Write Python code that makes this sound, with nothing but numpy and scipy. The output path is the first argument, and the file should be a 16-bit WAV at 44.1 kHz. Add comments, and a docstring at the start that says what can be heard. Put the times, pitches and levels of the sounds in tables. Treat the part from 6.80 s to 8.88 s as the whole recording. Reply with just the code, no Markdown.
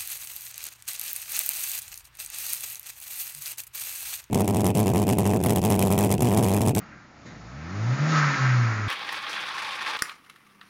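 """The exhaust of a turbocharged car booms at the firing rate as the engine is revved once from idle:
a sine at that rate carries the boom, with rougher sines at its multiples. The turbo's rush is noise through
ringing pipework, under a hiss. Shaped noise gives the engine bay's rumble and roar, the puff as the throttle
opens, and the vented hiss and surge about its shutting; the rush rings on as the revs sink."""
import sys
import numpy as np
from scipy.fft import rfft, irfft, next_fast_len
from scipy.io import wavfile
from scipy.ndimage import uniform_filter1d, map_coordinates

SR = 44100
rng = np.random.default_rng(int(sys.argv[2]) if len(sys.argv) > 2 else 0)


def wav_out(sig):
    """Save sig, one row per channel (or a flat mono array), as 16-bit PCM at SR to the path in sys.argv[1]."""
    wavfile.write(sys.argv[1], SR, np.round(np.clip(np.atleast_2d(sig).T, -1, 1) * 32767).astype(np.int16))


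N = 91772

# engine speed: (time [s], firing rate [Hz])
FIRING_RATE = [(0, 30.1), (0.42, 34.9), (0.56, 51.4), (0.69, 58.6), (0.78, 72.3), (0.88, 85.6),
               (0.94, 98.4), (1, 105.8), (1.11, 124.5), (1.2, 141.4), (1.27, 156.9), (1.31, 158.9),
               (1.42, 148.2), (1.56, 136.9), (1.68, 128.2), (1.8, 121.4), (1.94, 108.6), (2.08, 102.7)]
# engine rumble: (time [s], level [dB])
RUMBLE_LEVEL = [(0, -48), (.32, -57.5), (.55, -46), (.75, -57.5), (1.2, -39), (1.5, -43), (2.08, -45)]
# low roar of the engine bay, before ROAR_DB: (time [s], level [dB])
ROAR_LEVEL = [(0.0, -52), (0.22, -59.5), (0.75, -50.5), (1.13, -40), (1.17, -42.5), (1.33, -34),
              (1.56, -41.5), (1.74, -40.5), (2.08, -45.5)]
# rush of air in the turbo's pipework, shared by its plain and ringing parts: (time [s], level [dB])
RUSH_LEVEL = [(0, -49), (.16, -50.5), (.33, -57), (.45, -55), (.6, -53.5), (.85, -45.5), (1, -42.5),
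              (1.29, -33), (1.35, -29), (1.55, -27), (1.72, -29.5), (1.78, -32), (2, -34), (2.08, -37)]
# hiss of the air: (time [s], level [dB])
HISS_LEVEL = [(0, -61.5), (.33, -64.5), (.42, -60.5), (.6, -57.5), (.78, -56.5), (.95, -51), (1.06, -47.5),
              (1.25, -43), (1.45, -38), (1.6, -39), (1.76, -42.5), (2.08, -48)]
# exhaust boom at the firing rate, with brief dips: (time [s], level [dB])
BOOM_LEVEL = [(0, -73), (0.47, -73), (0.6, -53), (0.73, -47.5), (0.92, -39.5), (1, -28.5), (1.13, -21.5),
              (1.178, -55), (1.21, -22.5), (1.27, -25.5), (1.35, -22.5), (1.47, -23.4), (1.54, -31.8),
              (1.575, -58), (1.62, -22), (1.79, -19), (1.95, -30.0), (2.07, -28)]
# common level of the exhaust orders: (time [s], level [dB])
BURBLE_LEVEL = [(0, -60), (.35, -61.5), (.5, -55.5), (.7, -42), (.95, -38.5), (1.2, -40), (1.4, -41.5),
                (1.7, -40.5), (2.08, -39.5)]
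# exhaust orders: (multiple of the firing rate, level under throttle [dB], level coasting [dB])
EXHAUST_ORDERS = [(1.5, -0.5, -2.5), (1.75, -10.5, -16), (2, -1.5, -4), (2.25, -14.5, -15.5),
                  (2.5, -10.5, -8), (3, -9.5, -9), (3.5, -16.5, -15.5), (4, -16.5, -11)]
# resonances of the pipework: (frequency [Hz], level [dB])
DUCT_MODES = [(1013, -8), (1104, -7), (1184, -3), (1290, 2), (1310, 1), (1364, -3), (1400, -4), (1429, -3),
              (1586, 0), (1749, -5), (1801, -4), (1869, -5), (1923, -7), (2058, -5), (2230, -7),
              (2433, -12), (2798, -16)]

# relative noise spectra, each: (frequency [Hz], level [dB])
RUMBLE_SPECTRUM = [(30, -30), (50, -19.5), (130, 8), (250, 4.5), (330, 1), (450, -17), (900, -54)]
ROAR_SPECTRUM = [(60, -26), (130, -2.5), (290, 3.5), (420, -5), (580, 2), (690, -0.5), (810, 2),
                 (1000, -4.5), (1800, -24.5), (4000, -52)]
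RUSH_SPECTRUM = [(400, -41), (850, -10), (1080, -1.5), (1300, 0), (1650, -2), (2050, -4), (2450, -8),
                 (3000, -21), (4000, -59)]
HISS_SPECTRUM = [(1200, -36.5), (2500, 2), (3200, -1), (4000, 0.5), (4800, .5), (6500, -2.5), (6700, 1),
                 (6900, -3), (7100, -6.5), (7300, -16), (7600, -25), (8100, -39), (9000, -28.5)]  # also colours the vent
PUFF_SPECTRUM = [(40, -21.5), (140, 15.5), (230, 9), (330, 3.5), (450, -4.5), (1300, -11), (1950, 0.5),
                 (2600, -14), (4000, -33), (9000, -64)]
SPIT_SPECTRUM = [(1200, -20), (1950, -8), (2700, -17), (3400, 2.5), (3900, 9), (4500, 1.5), (6000, -2),
                 (6800, 6.5), (7600, -19.5), (9000, -40)]
SURGE_SPECTRUM = [(700, -32), (1000, -11.5), (1190, -3.5), (1295, 3), (1400, -8), (1620, -6), (1900, -14),
                  (3000, -59)]
DUCT_DRIVE_SPECTRUM = [(500, -18), (1000, 1), (2800, 4), (4500, -28)]  # excites the duct modes

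ROAR_DB = 0.5
DUCT_WIDTH_HZ, DUCT_DB, RUSH_DB = 6.7, -4, -1.5
# orders between the firing harmonics grow with the revs
UNEVEN_DB_PER_OCTAVE = 17
# each order dips slightly as it sweeps through the pipe frequency
PIPE_HZ, PIPE_WIDTH_HZ, PIPE_DB = 206, 7.9, -0.5
# the silencer dulls the orders above its corner
SILENCER_HZ = 516
# the throttle opens and shuts; the turbo starts to vent just before it shuts
OPEN_S, SHUT_S, VENT_S = 0.452, 1.315, 1.265
SHUT_TAKES_S = 0.064  # time scale of the change from load to coasting
TOP_HZ = 8600


def amp(db):
    """Level law: decibels to amplitude gain."""
    return 10 ** (np.asarray(db) / 20)


def unit(x):
    """Normalisation: scale a signal to rms 1."""
    return x / np.sqrt(np.mean(x ** 2) + 1e-20)


def curve(rows):
    """Linear interpolation: one value per sample from (time [s], value) rows."""
    return np.interp(np.arange(N) / SR, *np.transpose(rows))


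def wobble(rate):
    """Slow random modulation: a smooth curve through rate random knots a second."""
    knots = rng.standard_normal(int(N * rate / SR) + 4)
    return map_coordinates(knots, [np.arange(N) * rate / SR])


def filtered(x, response):
    """Linear filtering: multiply the spectrum of x by a response of frequency [Hz]."""
    m = next_fast_len(N + SR // 2)  # padding keeps the tail from wrapping round
    spectrum = rfft(x, m) * response(np.fft.rfftfreq(m, 1 / SR))
    return irfft(spectrum, m)[:N]


def noise(colour):
    """Spectral shaping: white noise filtered to a spectrum, at rms 1."""
    f, db = np.transpose(colour)

    def response(hz):
        return amp(np.interp(np.log(hz + 1), np.log(f), db))

    return unit(filtered(rng.standard_normal(N), response))


def engine_bay(phase, idle_throb=0.2, throb_fade_hz=70):
    """Amplitude modulation: rumble and roar throb with the separate firings, most at idle."""
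    rumble = amp(curve(RUMBLE_LEVEL)) * noise(RUMBLE_SPECTRUM)
    roar = amp(curve(ROAR_LEVEL) + ROAR_DB) * noise(ROAR_SPECTRUM)
    depth = idle_throb * np.exp(-(curve(FIRING_RATE) / throb_fade_hz) ** 2)
    return (rumble + roar) * (1 + depth * np.cos(phase))


def burst(colour, start_s, db, attack_s, hold_s, fall_db_per_s):
    """Transient flow noise: air rises exponentially, then dies away once hold_s has passed from the start."""
    age = np.maximum(np.arange(N) / SR - start_s, 0)
    attack = 1 - np.exp(-age / attack_s)
    decay = amp(db - fall_db_per_s * np.maximum(age - hold_s, 0))
    return decay * attack * noise(colour)


def throttle():
    """Pressure release: a low puff and bright spit on opening, vented hiss and trapped boost about shutting."""
    puff = burst(PUFF_SPECTRUM, OPEN_S, db=-44, attack_s=0.0058, hold_s=0.051, fall_db_per_s=89.5)
    spit = burst(SPIT_SPECTRUM, OPEN_S, db=-53.5, attack_s=0.0063, hold_s=0.02, fall_db_per_s=166)
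    surge = burst(SURGE_SPECTRUM, SHUT_S, db=-27, attack_s=0.025, hold_s=0.12, fall_db_per_s=220)
    vent = burst(HISS_SPECTRUM, VENT_S, db=-36.5, attack_s=0.032, hold_s=0.12, fall_db_per_s=170.5)
    return puff + spit + surge + vent


def duct_response(hz):
    """Modal superposition: narrow resonances of the pipework, added with alternating sign."""
    total = 0
    for k, (mode_hz, db) in enumerate(DUCT_MODES):
        damping = 1j * hz * DUCT_WIDTH_HZ
        total = total + (-1) ** k * amp(db) * damping / (mode_hz ** 2 - hz ** 2 + damping)
    return total


def turbo(phase, chop=0.052, cycle_chop=0.033, flutter_db=0.56):
    """Resonance and modulation: flow noise rings in pipes, lightly chopped by the valves, under smooth hiss."""
    plain = amp(RUSH_DB) * noise(RUSH_SPECTRUM)
    ringing = amp(DUCT_DB) * unit(filtered(noise(DUCT_DRIVE_SPECTRUM), duct_response))
    # chopped at twice and at a quarter of the firing rate
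    valves = 1 + chop * np.cos(2 * phase) + cycle_chop * np.cos(phase / 4)
    level = amp(curve(RUSH_LEVEL) + flutter_db * wobble(30))
    hiss = amp(curve(HISS_LEVEL)) * noise(HISS_SPECTRUM)
    return level * valves * (plain + ringing) + hiss


def coasting():
    """Smooth transition: near 0 while the throttle is open, towards 1 once it has shut."""
    return 0.5 + 0.5 * np.tanh((np.arange(N) / SR - SHUT_S) / SHUT_TAKES_S)


def exhaust(rate, phase, boom_rough=0.015, rough=0.24, sway_db=2):
    """Order synthesis: a clean boom at the firing rate, plus rough orders from the unequal cylinders."""
    swell = uniform_filter1d(boom_gain(), size=600)
    boom = swell * (1 + boom_rough * wobble(48)) * np.sin(phase)
    shut, burble = coasting(), np.zeros(N)
    for k, load_db, coast_db in EXHAUST_ORDERS:
        order_hz = k * rate
        throttle_db = load_db + (coast_db - load_db) * shut
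        pipe_db = PIPE_DB / (1 + ((order_hz - PIPE_HZ) / PIPE_WIDTH_HZ) ** 2)
        uneven_db = UNEVEN_DB_PER_OCTAVE * np.log2(rate / rate.max()) * (k != round(k))
        level = amp(throttle_db + pipe_db + uneven_db)
        level = level * (1 + rough * wobble(24.9)) * amp(sway_db * wobble(8.92))
        level = level / np.sqrt(1 + (order_hz / SILENCER_HZ) ** 4)
        jitter = rough * wobble(14)  # radians
        burble += level * np.sin(k * phase + rng.uniform(0, 2 * np.pi) + jitter)
    return np.sqrt(2) * (boom + amp(curve(BURBLE_LEVEL)) * burble)  # sqrt(2): sine peak from rms


def boom_gain():
    """Amplitude envelope: the boom's levels become gains before they are interpolated."""
    return curve([(s, amp(db)) for s, db in BOOM_LEVEL])


def scene():
    """Superposition: the firing phase, the integral of the rate, drives exhaust, bay and turbo."""
    rate = curve(FIRING_RATE)
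    phase = 2 * np.pi * np.cumsum(rate) / SR
    return (engine_bay(phase) + throttle() + turbo(phase) + exhaust(rate, phase))[None]


def record(dry):
    """Band limitation: nothing at or above TOP_HZ passes."""
    return filtered(dry[0], lambda hz: hz < TOP_HZ)[None]


dry = scene()
out = record(dry)
wav_out(out)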